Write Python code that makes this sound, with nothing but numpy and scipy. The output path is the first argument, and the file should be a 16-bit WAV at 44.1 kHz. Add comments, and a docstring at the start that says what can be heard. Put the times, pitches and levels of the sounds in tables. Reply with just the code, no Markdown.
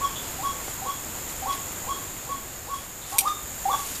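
"""Among bushes and trees, a bird repeats a short whoop: a low note that flips up to a reedy top note,
usually louder. A two-voiced note sounds twice, once just before a whoop and once over the last.
Trunks and foliage reflect each call. Insects buzz over a broadband outdoor hiss, leaves rustle, twigs
tick and a small bird chips far off. Late on, something hard snaps close by: three quick cracks and
a short echo, each with a brief metallic ring."""
import sys
import numpy as np
from scipy import signal
from scipy.fft import rfft, irfft, next_fast_len
from scipy.io import wavfile
from scipy.ndimage import map_coordinates

SR = 44100
rng = np.random.default_rng(int(sys.argv[2]) if len(sys.argv) > 2 else 0)


def bounce(signal):
    """Save signal as a 16-bit WAV file at the path given by the first command-line argument."""
    frames = np.transpose(np.atleast_2d(signal))
    limited = np.clip(frames, -1, 1)
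    pcm = np.round(limited * 32767).astype(np.int16)
    wavfile.write(sys.argv[1], SR, pcm)


N = 176400
T = np.arange(N) / SR

# The whoops. Each row: onset of the top note in seconds, lengths of the low and top notes in seconds,
# top pitch in Hz, levels of the low and top notes in dB, overtone level relative to the note in dB.
CALLS = [(.016, .05, 0.04, 1117, -45, -22, -12), (.438, .055, .035, 1117, -35.5, -22, -15.5),
         (0.869, 0.053, 0.036, 1114, -33, -23.5, -11.5), (1.475, 0.055, 0.036, 1115, -29.5, -23, -12.5),
         (1.89, 0.047, 0.035, 1113, -40.5, -22.5, -13), (2.294, 0.064, 0.036, 1114, -48, -26, -18.5),
         (2.697, 0.032, .045, 1114, -45, -28, -18.5), (3.263, 0.049, 0.0222, 1231, -30.5, -17, -13),
         (3.706, 0.053, 0.011, 1184, -18.5, -20.5, -9)]
# The reedy timbre. Each row: harmonic number, relative level in dB.
HARMONICS = [(2, -17), (3, -1), (4, -20), (5, -11)]

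ATTACK_S, RELEASE_S = 0.0035, 0.0099
JITTER, REED_ROUGHNESS = 0.0057, 0.58  # fractional wander of pitch and of overtone amplitude
RASP_DB, RASP_HZ = -20.5, 1097  # fast flutter of the voice spreads sidebands around each partial
CALL_REVERB_DB = -8.5


def amp(db):
    """Amplitude ratio for a level in decibels."""
    return 10 ** (np.asarray(db) / 20)


def unit(x):
    """Normalisation to rms 1."""
    return x / np.sqrt(np.mean(x ** 2) + 1e-20)


def along(points, hz):
    """Interpolation of (Hz, value) points on a logarithmic frequency axis."""
    freqs, values = np.transpose(points)
    return np.interp(np.log(hz + 1), np.log(freqs + 1), values)


def level(rows):
    """Amplitude envelope through (seconds, dB) points."""
    return amp(np.interp(T, *np.transpose(rows)))


def wobble(rate):
    """Smooth random modulation with rate knots a second."""
    return map_coordinates(rng.standard_normal(int(N * rate / SR) + 4), [T * rate])


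def step(u):
    """Logistic transition from 0 to 1 around u = 0."""
    return .5 + .5 * np.tanh(u / 2)


def gate(t, length):
    """Trapezoidal envelope: attack, hold and release."""
    return np.clip(t / ATTACK_S, 0, 1) * np.clip(1 - (t - length) / RELEASE_S, 0, 1)


def decay(start, t60):
    """Exponential damping: a sudden onset, then 60 dB of decay in t60 seconds."""
    return (T >= start) * np.exp(-np.log(1000) * np.maximum(T - start, 0) / t60)


def phase_of(hz):
    """Phase in radians, the time integral of frequency."""
    return 2 * np.pi * np.cumsum(hz) / SR


def filtered(x, response):
    """Linear filtering: the spectrum is multiplied by a frequency response."""
    size = next_fast_len(N + SR // 2)
    return irfft(rfft(x, size) * response(np.fft.rfftfreq(size, 1 / SR)), size)[:N]


def noise(spectrum):
    """Noise of rms 1, coloured by (Hz, dB) points."""
    return unit(filtered(rng.standard_normal(N), lambda hz: amp(along(spectrum, hz))))


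def band(centre_hz, spread):
    """Band-pass noise of rms 1, bell-shaped in log frequency."""
    white = rng.standard_normal(N)
    return unit(filtered(white, lambda hz: np.exp(-.5 * (np.log((hz + 1) / centre_hz) / spread) ** 2)))


def trees(x):
    """Scattering by foliage gives a diffuse tail that lasts longest at middle frequencies."""
    # Reverberation of the trees. Each row: frequency in Hz, time to decay by 60 dB in seconds.
    decay_times = [(300, 0.17), (1100, 0.37), (3400, 0.45), (6000, 0.27), (13000, 0.13)]
    hz, t, spectra = signal.stft(rng.standard_normal(SR // 2), SR, nperseg=256)
    damping = np.exp(-np.log(1000) * t / along(decay_times, hz)[:, None])
    tail = signal.istft(spectra * damping, SR, nperseg=256)[1]
    tail = np.pad(tail / np.linalg.norm(tail), (int(.01 * SR), 0))  # arrives 10 ms late
    return signal.oaconvolve(x, tail)[:N]


def trunks(x):
    """Early reflection: nearby trunks return delayed, weaker copies."""
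    # Each row: delay in seconds, gain in dB.
    reflections = [(0.016, -12), (0.033, -15.5), (0.057, -26)]
    return sum(amp(db) * np.interp(T - delay, T, x, left=0) for delay, db in reflections)


def air():
    """Ambient broadband noise: distant rumble and hiss, drifting in level."""
    # Background spectrum. Each row: frequency in Hz, relative level in dB.
    spectrum = [(20, -3.5), (45, 1), (78, 1), (140, -2.5), (185, -6), (270, -4.5), (400, -7), (600, -7.5),
                (1000, -8), (2000, -12), (3500, -15), (5500, -17.5), (11000, -20.5), (14000, -15.5)]
    # Slow drift. Each row: time in seconds, level in dB.
    drift = [(0, -35.5), (1.0, -36.5), (1.9, -36.5), (2.5, -39.5), (3.0, -40.5), (3.5, -38.5), (3.75, -37),
             (4, -39.5)]
    return level(drift) * amp(0.29 * wobble(12)) * noise(spectrum)


def insects():
    """Amplitude modulation at an unsteady rate makes a high chorus of noise buzz."""
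    # Chorus spectrum. Each row: frequency in Hz, relative level in dB.
    spectrum = [(5800, -39), (6300, -16), (6600, -3), (6900, -0.5), (7060, -4), (7280, 0.5), (7650, -4),
                (8050, -15), (8600, -17), (9300, -11), (10300, -20), (12600, -26.5), (13300, -4.5),
                (13750, -10.5), (14150, -5.5)]
    # Swell of the chorus. Each row: time in seconds, relative level in dB.
    swell = [(0.0, -38.5), (1.58, -38), (1.93, -38), (2.49, -41.5), (2.81, -43.5), (3.49, -38.5),
             (3.72, -36.5), (4.0, -39)]
    buzz_hz, depth = 80.2, 0.14
    buzz = 1 + depth * np.sin(phase_of(buzz_hz * (1 + 0.033 * wobble(8.6))))
    return amp(5.5 + 0.17 * wobble(22)) * level(swell) * unit(buzz * noise(spectrum))


def undergrowth():
    """Leaves rustle as randomly modulated noise; twigs tick as damped noise bursts."""
    # Leaf movements. Each row: midpoint in seconds, half length in seconds, level in dB.
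    rustles = [(0.287, .06, -44), (0.479, .04, -42.5), (0.685, 0.053, -41.5), (1.307, .022, -40),
               (1.544, .025, -38.5), (2.794, 0.072, -43.5), (3.132, 0.042, -38), (3.268, 0.048, -40.5),
               (3.882, 0.16, -37)]
    # Leaf spectrum. Each row: frequency in Hz, relative level in dB.
    spectrum = [(300, -9), (2000, -0.5), (5000, -2), (9000, 0.5), (13000, 0), (14500, -6)]
    # Twig ticks. Each row: start in seconds, centre frequency in Hz, level in dB.
    twigs = [(0.678, 585, -29), (1.526, 3010, -31.5), (2.668, 8500, -45), (3.278, 3800, -34),
             (3.952, 5000, -32.5)]
    swish = sum(amp(db) * np.exp(-.5 * ((T - middle) / half) ** 2) for middle, half, db in rustles)
    ticks = sum(amp(db) * decay(start, t60=0.065) * band(hz, spread=0.52) for start, hz, db in twigs)
    grains = unit(noise(spectrum) * amp(1.4 * wobble(400)))
    return swish * grains + ticks


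def far_bird():
    """Harsh narrow-band chips; at a distance, reverberation nearly equals the direct sound."""
    # Each row: start in seconds, centre frequency in Hz, relative level in dB.
    chips = [(0.156, 3350, -32.5), (3.017, 3760, -41.5)]
    direct = sum(amp(db) * gate(T - start, 0.013) * band(hz, spread=0.082) for start, hz, db in chips)
    return amp(-2.5) * (direct + amp(-1) * trees(direct))


def snap():
    """Impact excitation: three quick cracks and a short echo, each with a ring of damped modes."""
    # The three cracks, then the echo. Each row: start in seconds, relative level in dB.
    bursts = [(3.1835, -11), (3.188, -8), (3.193, -17), (3.2074, -17.5)]
    # Crack spectrum. Each row: frequency in Hz, relative level in dB.
    spectrum = [(600, -44), (1900, -29), (2330, -8.5), (2700, -8.5), (3400, -6), (4300, -7.5), (5900, -6),
                (7600, -7), (8240, -1.5), (9700, -4), (12500, 0), (14000, -1.5)]
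    # Resonances. Each row: frequency in Hz, relative level in dB, time to decay by 60 dB in seconds.
    modes = [(2347, -12, 0.049), (5757, -11.5, 0.062), (8310, -3, 0.04), (9150, -9.5, 0.056),
             (10800, -13, .07), (11293, -15, 0.084), (12550, -8, 0.079)]
    out = np.zeros(N)
    for start, db in bursts:
        ring = sum(amp(mode_db) * decay(start, t60) * np.sin(2 * np.pi * (hz * T + rng.random()))
                   for hz, mode_db, t60 in modes)
        crack = decay(start, t60=0.042) * noise(spectrum)
        out += amp(db) * (crack + amp(-3.5) * ring)
    return out + amp(-22.5) * trees(out)


def throat():
    """A pulse of narrow-band noise adds a faint hollow puff as each call flips up."""
    puffs = sum(np.exp(-.5 * ((T - onset) / 0.011) ** 2) for onset, *_ in CALLS)
    return amp(-43) * puffs * band(centre_hz=521, spread=0.1)


def two_voiced_notes():
    """Biphonation: one voice holds its pitch while a lower one curls upward."""
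    # Each row: start and length in seconds, steady voice's pitch in Hz and level in dB,
    # rising voice's first and last pitch in Hz and level in dB.
    notes = [(3.118, .062, 1103, -35, 783, 970, -32), (3.725, 0.027, 1120, -18, 850, 943, -30)]
    swell_db, peak_at = 7, 0.6  # loudest at this fraction of the length
    out = np.zeros(N)
    for start, length, steady_hz, steady_db, first_hz, last_hz, rising_db in notes:
        progress = np.clip((T - start) / length, 0, 1)
        rising_hz = (first_hz + (last_hz - first_hz) * progress ** 3) * (1 + 0.0204 * wobble(200))
        rising = amp(rising_db) * np.sin(phase_of(rising_hz))
        phase = phase_of(steady_hz * (1 + JITTER * wobble(150)))
        reed = (1 + REED_ROUGHNESS * wobble(350)) * sum(amp(db) * np.sin(k * phase) for k, db in HARMONICS)
        steady = amp(steady_db) * (np.sin(phase) + amp(-19) * reed)
        rasp = 1 + amp(RASP_DB + 8) * wobble(RASP_HZ)
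        swell = amp(-swell_db * ((progress - peak_at) / peak_at) ** 2)
        out += gate(T - start, length) * swell * rasp * (steady + rising)
    return out + trunks(out) + amp(CALL_REVERB_DB) * trees(out)


def whoops():
    """A frequency jump: the low note flips up to a top note that swells and gains rough harmonics."""
    low_hz, sag_hz_per_s, fall_hz_per_s = 775, 230, 8900
    flip_lead_s, flip_s, reed_delay_s, reed_rise_s = .010, 0.0044, 0.011, 0.0072
    firm_db, swell_db = -24, 4.5  # a low note softer than firm_db falters
    waver = 1 + JITTER * wobble(150)
    shimmer_db = wobble(120)
    falter = .33 * np.tanh(wobble(110))
    rasp = 1 + amp(RASP_DB) * wobble(RASP_HZ)
    out = np.zeros(N)
    for onset, lead, hold, top_hz, low_db, top_db, reed_db in CALLS:
        near = abs(T - onset) < .1
        t, tone, reed = T[near] - onset, np.zeros(N), np.zeros(N)
        up = step((t + flip_lead_s) / flip_s)  # 0 on the low note, 1 on the top note
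        jump_hz = top_hz - low_hz - sag_hz_per_s * (t - hold / 2)
        fall_hz = fall_hz_per_s * np.clip(t - hold, 0, RELEASE_S)  # pitch collapses in the release
        phase = phase_of((low_hz + jump_hz * up - fall_hz) * waver[near])
        faltering_db = low_db + max(firm_db - low_db, 0) * falter[near]
        swelling_db = top_db + swell_db * (np.clip(t / hold, 0, 1) - 1)
        dip_db = 11 * up * (1 - up)  # the voice thins by nearly 3 dB in mid-flip
        voice_db = faltering_db * (1 - up) + swelling_db * up - dip_db + shimmer_db[near]
        envelope = gate(t + lead, lead + hold) * rasp[near] * amp(voice_db)
        overtones = sum(amp(reed_db + db) * np.sin(k * phase) for k, db in HARMONICS)
        tone[near] = envelope * np.sin(phase)
        reed[near] = envelope * step((t - reed_delay_s) / reed_rise_s) * overtones
        reed *= 1 + REED_ROUGHNESS * wobble(350)
        out += tone + reed + trunks(tone + reed) + trees(amp(CALL_REVERB_DB) * tone + amp(-1.5) * reed)
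    return out


def scene():
    """Superposition of all sources, the same in both channels."""
    near_bird = whoops() + throat() + two_voiced_notes()
    mono = near_bird + far_bird() + snap() + undergrowth() + insects() + air()
    return np.array([mono, mono])


def record(dry):
    """Band limiting: an ideal low-pass filter removes the highest treble."""
    cutoff_hz = 14230
    return np.array([filtered(x, lambda hz: hz < cutoff_hz) for x in dry])


dry = scene()
out = record(dry)
bounce(out)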